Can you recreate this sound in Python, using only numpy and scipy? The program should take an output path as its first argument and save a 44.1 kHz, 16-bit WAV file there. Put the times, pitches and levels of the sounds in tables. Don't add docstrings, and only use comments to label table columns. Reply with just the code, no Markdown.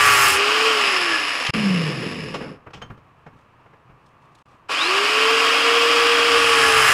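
import sys
import numpy as np
from scipy import signal
from scipy.fft import rfft, irfft
from scipy.io import wavfile

SR = 44100
rng = np.random.default_rng(int(sys.argv[2]) if len(sys.argv) > 2 else 0)


def output_pcm(signal):
    pcm = np.clip(np.atleast_2d(signal).T, -1, 1) * 32767
    wavfile.write(sys.argv[1], SR, np.round(pcm).astype(np.int16))


N = 305613
TIME = np.arange(N) / SR

OFF_S, LAID_S, STOP_S, ON_S = .69, 1.51, 2.58, 4.675
FREE_HZ, SAG_HZ, DRAG_HZ = 471, 125, 699
GEAR_RATIO, SLOT_ORDER, WHISTLE_ORDER, FAN_ORDER = 11 / 36, 12, 31, 7

# (frequency [Hz], level [dB])
ROOM_SPECTRUM = [(25, -11), (60, -6.5), (125, 3.5), (190, -5.5), (580, -8.5), (800, -7), (1170, -1),
                 (1480, -13), (1680, -11), (2050, -17), (2650, -15), (3500, -27.5), (6000, -36),
                 (15000, -47)]
# (time [s], level [dB], half length [s])
GLOVE_RUBS = [(3.4, -72, .04), (4.07, -71, .05), (4.24, -70, .03), (4.375, -67, .05), (4.51, -71, .07)]
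# (frequency [Hz], level [dB])
GLOVE_SPECTRUM = [(1000, -15), (3500, 4), (5000, -1), (9000, -7), (15000, -28)]
# (time [s], clack [dB], thud [dB], scratch [dB], fade time [s])
TOOL_KNOCKS = [(0.864, -35, -60, -24, .004), (0.964, -14, -50, -30, 0.0055), (1.354, -26, -60, -20, 0.005),
               (1.405, -23, -60, -19.5, 0.0082), (1.464, -19.5, -52, -9.5, 0.0065),
               (1.49, -33, -24, -40, 0.028), (2.341, -20, -38, -27, 0.014), (2.403, -33.5, -45, -62, 0.071),
               (2.665, -30.5, -39, -60, 0.011), (2.706, -33, -54, -44, 0.0044),
               (2.734, -34, -41, -36.5, 0.019), (2.772, -45, -40, -54, 0.012),
               (2.816, -28.5, -34, -41, 0.014), (2.9, -31, -31, -53, 0.012),
               (2.972, -49, -46.5, -60, 0.016), (3.263, -33, -39.5, -53, 0.011),
               (3.33, -50, -41.5, -67, 0.013), (3.659, -43, -50, -64, 0.011),
               (3.732, -38.5, -49, -60, 0.008), (3.893, -48, -46, -70, 0.021),
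               (4.692, -21, -58, -45, 0.013), (6.16, -33, -60, -26.5, 0.0067)]
# (frequency [Hz], level [dB])
CLACK_SPECTRUM = [(100, -50), (300, 1.5), (480, 8), (700, 2), (1200, 3.5), (2500, -8.5), (4000, -30),
                  (12000, -58)]
# (frequency [Hz], level [dB])
THUD_SPECTRUM = [(25, -15), (70, -10.5), (125, -1.5), (200, -10.5), (400, -22), (2000, -63)]
# (frequency [Hz], level [dB])
SCRATCH_SPECTRUM = [(500, -35), (2200, 5), (3000, 7.5), (4000, -1), (5500, -4), (7000, -11), (10000, -25),
                    (15000, -42)]
# (time [s], level [dB])
TUBE_TAPS = [(2.345, -55), (2.823, -46.5)]
# (frequency [Hz], width [Hz], boost [dB])
TUBE_MODES = [(1220, 30, 4), (3095, 32, 14), (5300, 150, 14.5), (6460, 35, 5.5), (6660, 160, 7.5),
              (7600, 160, 9.5), (8420, 100, 4), (9270, 100, 4), (9600, 160, 0), (11120, 300, 6.5),
              (12100, 200, 11), (14050, 220, 10)]
# (frequency [Hz], width [Hz], boost running [dB], boost chattering [dB])
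HOUSING_MODES = [(1148, 250, 9, 8), (1746, 160, -0.5, 7), (2528, 480, 6, 4.5), (2877, 300, 3.5, 6.5),
                 (3190, 52, 1, -5), (4804, 540, 7, 7), (5246, 535, 6.5, 16.5), (6890, 230, 3.5, 11),
                 (7770, 200, 3, 9), (10400, 1500, 1.5, 16.5)]
# (frequency [Hz], level [dB])
CHATTER_SPECTRUM = [(100, -23), (300, -10), (650, -5), (1500, -5.5), (2100, 0), (3100, -5), (4000, -11.5),
                    (6000, -22), (9000, -28.5), (12000, -35.5), (15500, -47)]
# (frequency [Hz], level [dB])
BENCH_SPECTRUM = [(30, -30), (80, -24), (160, 3.5), (230, -4.5), (310, -4), (500, -5.5), (650, -20.5),
                  (1500, -51), (5000, -85)]
# (frequency [Hz], level [dB])
ROAR_SPECTRUM = [(40, -46.5), (130, -26.5), (200, -29.5), (300, -13), (900, -11.5), (1400, -6), (2100, -9),
                 (3100, -8), (3600, -14.5), (6000, -23.5), (8000, -26), (10000, -30), (12000, -39),
                 (15500, -52.5)]
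# (time [s], level at full speed [dB])
FIRST_RUN_HUM = [(0, -28.5), (.3, -29), (.42, -21), (.55, -26), (.69, -21), (.8, -28.5), (1.0, -27),
                 (1.12, -18), (1.2, -30)]
# (time [s], level at full speed [dB])
SECOND_RUN_HUM = [(4.78, -33), (4.86, -22.5), (5.0, -21), (5.07, -29), (5.28, -20), (5.62, -31.5),
                  (5.68, -22), (6.78, -22.5), (6.93, -36)]
# (time [s], level [dB])
START_WHINE = [(4.75, -31), (4.795, -29), (4.815, -19.5), (4.845, -30), (4.88, -32), (4.96, -41),
               (5.1, -67)]
# (peak time [s], level [dB])
DISC_RINGS = [(1.135, -21.5), (6.65, -23), (6.89, -18.5)]
# (time [s], bite [0-1])
FIRST_BITE = [(0, .38), (.04, .6), (.14, .67), (.26, .92), (.35, .55), (.388, 0)]
# (time [s], bite [0-1])
SECOND_BITE = [(5.8, 0), (6.28, 0.015), (6.45, .135), (6.65, .29), (6.76, .33), (6.93, 0.585)]
# (frequency [Hz], width [Hz], boost [dB])
DISC_MODES = [(833, 70, 12.5), (1162, 60, 5.5), (1406, 70, 1.5), (1710, 57, 3.5)]
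# (frequency [Hz], level [dB])
BUZZ_SPECTRUM = [(35, -41.5), (72, -20), (135, -13.5), (200, -29), (550, -19.5), (830, -13.5), (950, -12.5),
                 (1170, 2.5), (1450, -3), (2000, -2.5), (2700, -6), (3600, -25), (6000, -11),
                 (15000, -36.5)]
# (frequency [Hz], level [dB])
GRIT_SPECTRUM = [(500, -35), (2500, -8), (4500, -0.5), (7000, -2), (9300, 2), (10700, 2), (11500, -15),
                 (13000, -15.5), (15500, -23.5)]
# (frequency [Hz], level [dB])
SPARK_SPECTRUM = [(3000, -25), (5000, -2.5), (7500, 1), (9500, -7.5), (11500, 0), (13000, -6.5),
                  (15500, -12)]
# (frequency [Hz], level [dB])
VICE_SPECTRUM = [(25, -31), (50, -13.5), (72, 3), (100, -2.5), (135, -4.5), (200, -16.5), (600, -58.5)]
# (start [s], end [s])
DROPOUTS = [(1.508, 1.536), (4.427, 4.456)]


def amp(db):
    return 10 ** (np.asarray(db) / 20)


def unit(x):
    return x / np.sqrt(np.mean(x ** 2) + 1e-20)


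def hiss():
    return rng.standard_normal(N)


def wander(hz):
    f = np.fft.rfftfreq(N, 1 / SR)
    return unit(irfft(rfft(hiss()) / (1 + (f / hz) ** 4), N))


def curve(table):
    return np.interp(TIME, *np.transpose(table))


def ramp(start_s, length_s):
    return np.clip((TIME - start_s) / length_s, 0, 1)


def body(spectrum, modes=(), size=4096):
    f = abs(np.fft.fftfreq(size, 1 / SR))
    hz, db = np.transpose(spectrum)
    shape_db = np.interp(np.log(f + 1), np.log(hz), db)
    for centre, width, boost in modes:
        shape_db += boost / (1 + (2 * (f - centre) / width) ** 2)
    log_spectrum = np.conj(signal.hilbert(np.log(amp(shape_db))))
    response = np.fft.ifft(np.exp(log_spectrum)).real[:size // 2]
    return response / np.linalg.norm(response)


def through(x, response):
    return signal.oaconvolve(x, response)[:N]


def ringing(hz, width_hz):
    t = TIME[:SR // 4]
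    return np.exp(-np.pi * width_hz * t) * np.sin(2 * np.pi * hz * t)


def background(level_db=-54):
    return amp(level_db + .5 * wander(10)) * through(hiss(), body(ROOM_SPECTRUM))


def workshop(x, echo_db=-11, fade_s=.25, echoes_per_s=2000):
    t = TIME[:SR // 2]
    echoes = rng.choice([-1., 1.], len(t)) * (rng.random(len(t)) < echoes_per_s / SR)
    echoes *= (t > .003) * amp(-60 * t / fade_s)
    return x + amp(echo_db) * through(x, echoes / np.linalg.norm(echoes))


def glove_rustle(clump_db=4.5):
    level = sum(amp(db) * np.exp(-((TIME - s) / half) ** 2) for s, db, half in GLOVE_RUBS)
    friction = unit(amp(clump_db * wander(60)) * hiss())
    return level * through(friction, body(GLOVE_SPECTRUM))


def tool_knocks(rise_s=.0055, thud_stretch=2.05, tube_share=.48):
    clacks, thuds, scratches = np.zeros((3, N))
    for s, clack_db, thud_db, scratch_db, fade_s in TOOL_KNOCKS:
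        t = np.maximum(TIME - s + rise_s / 2, 0)
        attack = 1 - np.exp(-(t / rise_s) ** 2)
        touch = attack * np.exp(-t / fade_s)
        clacks += amp(clack_db) * touch
        scratches += amp(scratch_db) * touch
        thuds += amp(thud_db) * attack * np.exp(-t / (fade_s * thud_stretch))
    faint_modes = [(hz, width, tube_share * db) for hz, width, db in TUBE_MODES]
    return (through(clacks * hiss(), body(CLACK_SPECTRUM))
            + thuds * through(hiss(), body(THUD_SPECTRUM))
            + through(scratches * hiss(), body(SCRATCH_SPECTRUM, faint_modes)))


def tube_clinks(contact_s=.00013):
    taps = sum(amp(db) * np.exp(-((TIME - s) / (contact_s / 4)) ** 2) for s, db in TUBE_TAPS)
    ping = sum(amp(db) / width * ringing(hz, width) for hz, width, db in TUBE_MODES)
    return through(taps, ping / ping[:SR // 100].std())


def on_bench(settle_s=.03):
    return ramp(LAID_S, settle_s) * (TIME < ON_S)


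def motor_speed(bite, lag_s=.25, kick_share=.553, kick_s=.0696, settle_s=.275):
    keep = np.exp(-1 / (lag_s * SR))
    lagging_load = bite[0] + signal.lfilter([1 - keep], [1, -keep], bite - bite[0])
    driven = FREE_HZ - SAG_HZ * lagging_load
    at_off = np.interp(OFF_S, TIME, driven)
    coast_left = 1 - ramp(OFF_S, STOP_S - OFF_S)
    coasting = DRAG_HZ * np.tan(np.arctan(at_off / DRAG_HZ) * coast_left)
    t = np.maximum(TIME - ON_S, 0)
    kick = kick_share * (1 - np.exp(-t / kick_s))
    settling = (1 - kick_share) * (1 - np.exp(-t / settle_s))
    return np.select([TIME < OFF_S, TIME < ON_S], [driven, coasting], driven * (kick + settling))


def gear_chatter(turns, pace, knocks_per_s=900, spread_db=4, air_db=-20.6, bench_db=-24.5):
    sizes = amp(spread_db * np.minimum(rng.exponential(1, N), 3))
    knocks = unit(sizes * rng.choice([-1., 1.], N) * (rng.random(N) < knocks_per_s / SR))
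    sway = 1 + .12 * np.cos(2 * np.pi * GEAR_RATIO * turns)
    rattle = unit((knocks + hiss()) * sway)
    in_air = amp(air_db) * pace ** .97 * ramp(OFF_S, .12) * (TIME < ON_S)
    in_bench = amp(bench_db) * pace ** .42 * on_bench()
    housing = body(CHATTER_SPECTRUM, [(hz, width, db) for hz, width, _, db in HOUSING_MODES])
    return in_air * through(rattle, housing) + in_bench * through(rattle, body(BENCH_SPECTRUM))


def housing_roar(turns, pace, fan_db=-18.5, drive_db=-22, swirl_db=.39, rough_db=.9):
    powered = 1 - ramp(OFF_S, .3) + ramp(ON_S + .01, .027)
    level = np.hypot(amp(fan_db) * pace ** 2.12, amp(drive_db) * powered)
    sway = 1 + .056 * np.cos(2 * np.pi * GEAR_RATIO * turns)
    flicker = amp(swirl_db * wander(25) + rough_db * wander(400))
    housing = body(ROAR_SPECTRUM, [(hz, width, db) for hz, width, db, _ in HOUSING_MODES])
    return level * through(unit(sway * flicker * hiss()), housing)


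def motor_hum(angle, pace, bench_hz=183, width_hz=49, bench_db=-17.5, flutter_db=1.28):
    speed = pace * FREE_HZ
    in_air = amp(curve(FIRST_RUN_HUM + SECOND_RUN_HUM)) * pace ** 4
    resonance = speed / bench_hz / (1 + (2 * (speed - bench_hz) / width_hz) ** 2)
    in_bench = amp(bench_db) * on_bench() * resonance
    return (in_air + in_bench) * amp(flutter_db * wander(17)) * np.sin(angle)


def motor_tones(turns, pace, bite, throb_hz=100, whistle_db=-51, warp_db=-39, whirr_db=-31):
    angle = 2 * np.pi * turns
    hum = motor_hum(angle, pace)
    throb = unit(1 + .61 * np.sin(2 * np.pi * throb_hz * TIME))
    starting = (TIME >= START_WHINE[0][0]) & (TIME <= START_WHINE[-1][0])
    whine_level = starting * amp(curve(START_WHINE) + 3 * wander(120))
    whine = whine_level * throb * np.sin(SLOT_ORDER * angle + .93 * wander(120))
    whistle_level = amp(whistle_db - 10 * bite) * pace ** 4
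    whistle = whistle_level * throb * np.sin(WHISTLE_ORDER * angle + .42 * wander(60))
    warp = amp(warp_db) * pace ** 10 * np.sin(2 * GEAR_RATIO * angle + .42 * wander(20))
    whirr = amp(whirr_db) * pace ** 3 * np.sin(FAN_ORDER * angle + .89 * wander(70))
    return np.sqrt(2) * (hum + whine + whistle + warp + whirr)


def disc_ring(hz=1714, width_hz=27, swell_s=.07, fade_s=.035):
    level = sum(amp(db) * np.exp(-np.maximum((s - TIME) / swell_s, (TIME - s) / fade_s))
                for s, db in DISC_RINGS)
    return level * unit(through(hiss(), ringing(hz, width_hz)))


def cutting(turns, pace, bite, buzz_db=-16.5, grit_db=-26, spark_db=-24, vice_db=-40):
    angle = 2 * np.pi * GEAR_RATIO * turns + .0072 * wander(40)
    rim = unit(sum(np.cos(k * angle + 1.47 * rng.standard_normal()) for k in range(1, 40)))
    contact = 1 + .085 * np.cos(angle)
    strikes = unit(rim + .96 * unit(contact ** 2 * hiss()))
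    bounce = bite ** .78 * np.clip((pace - .77) / .13, 0, 1)
    buzz = amp(buzz_db) * bounce * through(strikes, body(BUZZ_SPECTRUM, DISC_MODES))
    pressure = unit(contact * amp(2 * wander(294.8)))
    grinding = amp(grit_db) * bite ** .44 * through(pressure * hiss(), body(GRIT_SPECTRUM, TUBE_MODES))
    sparks = amp(spark_db) * bite ** 1.7 * through(pressure * hiss(), body(SPARK_SPECTRUM, TUBE_MODES))
    rumble = amp(vice_db) * bite ** .354 * through(hiss(), body(VICE_SPECTRUM))
    return buzz + grinding + sparks + rumble


def scene(speed_waver=.0008):
    in_cut = (TIME < FIRST_BITE[-1][0]) | (TIME > SECOND_BITE[0][0])
    bite = curve(FIRST_BITE + SECOND_BITE) * in_cut
    speed = motor_speed(bite)
    pace = np.maximum(speed / FREE_HZ, 0)
    turns = np.cumsum(speed * (1 + speed_waver * wander(15))) / SR
    grinder = housing_roar(turns, pace) + gear_chatter(turns, pace)
    cut = cutting(turns, pace, bite) + disc_ring()
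    handling = tool_knocks() + tube_clinks() + glove_rustle()
    mono = workshop(grinder + cut + handling) + motor_tones(turns, pace, bite) + background()
    return np.array([mono, mono])


def record(dry, edge_s=.002, reopen_s=.0054, depth_db=-40, top_hz=15720):
    out = dry
    for start, end in DROPOUTS:
        corners = [start - edge_s, start + edge_s, end - reopen_s, end + edge_s]
        out = out * amp(np.interp(TIME, corners, [0, depth_db, depth_db, 0]))
    low_pass = signal.firwin(801, top_hz, window=("kaiser", 9), fs=SR)
    return signal.oaconvolve(out, low_pass[None], "same")


dry = scene()
out = record(dry)
output_pcm(out)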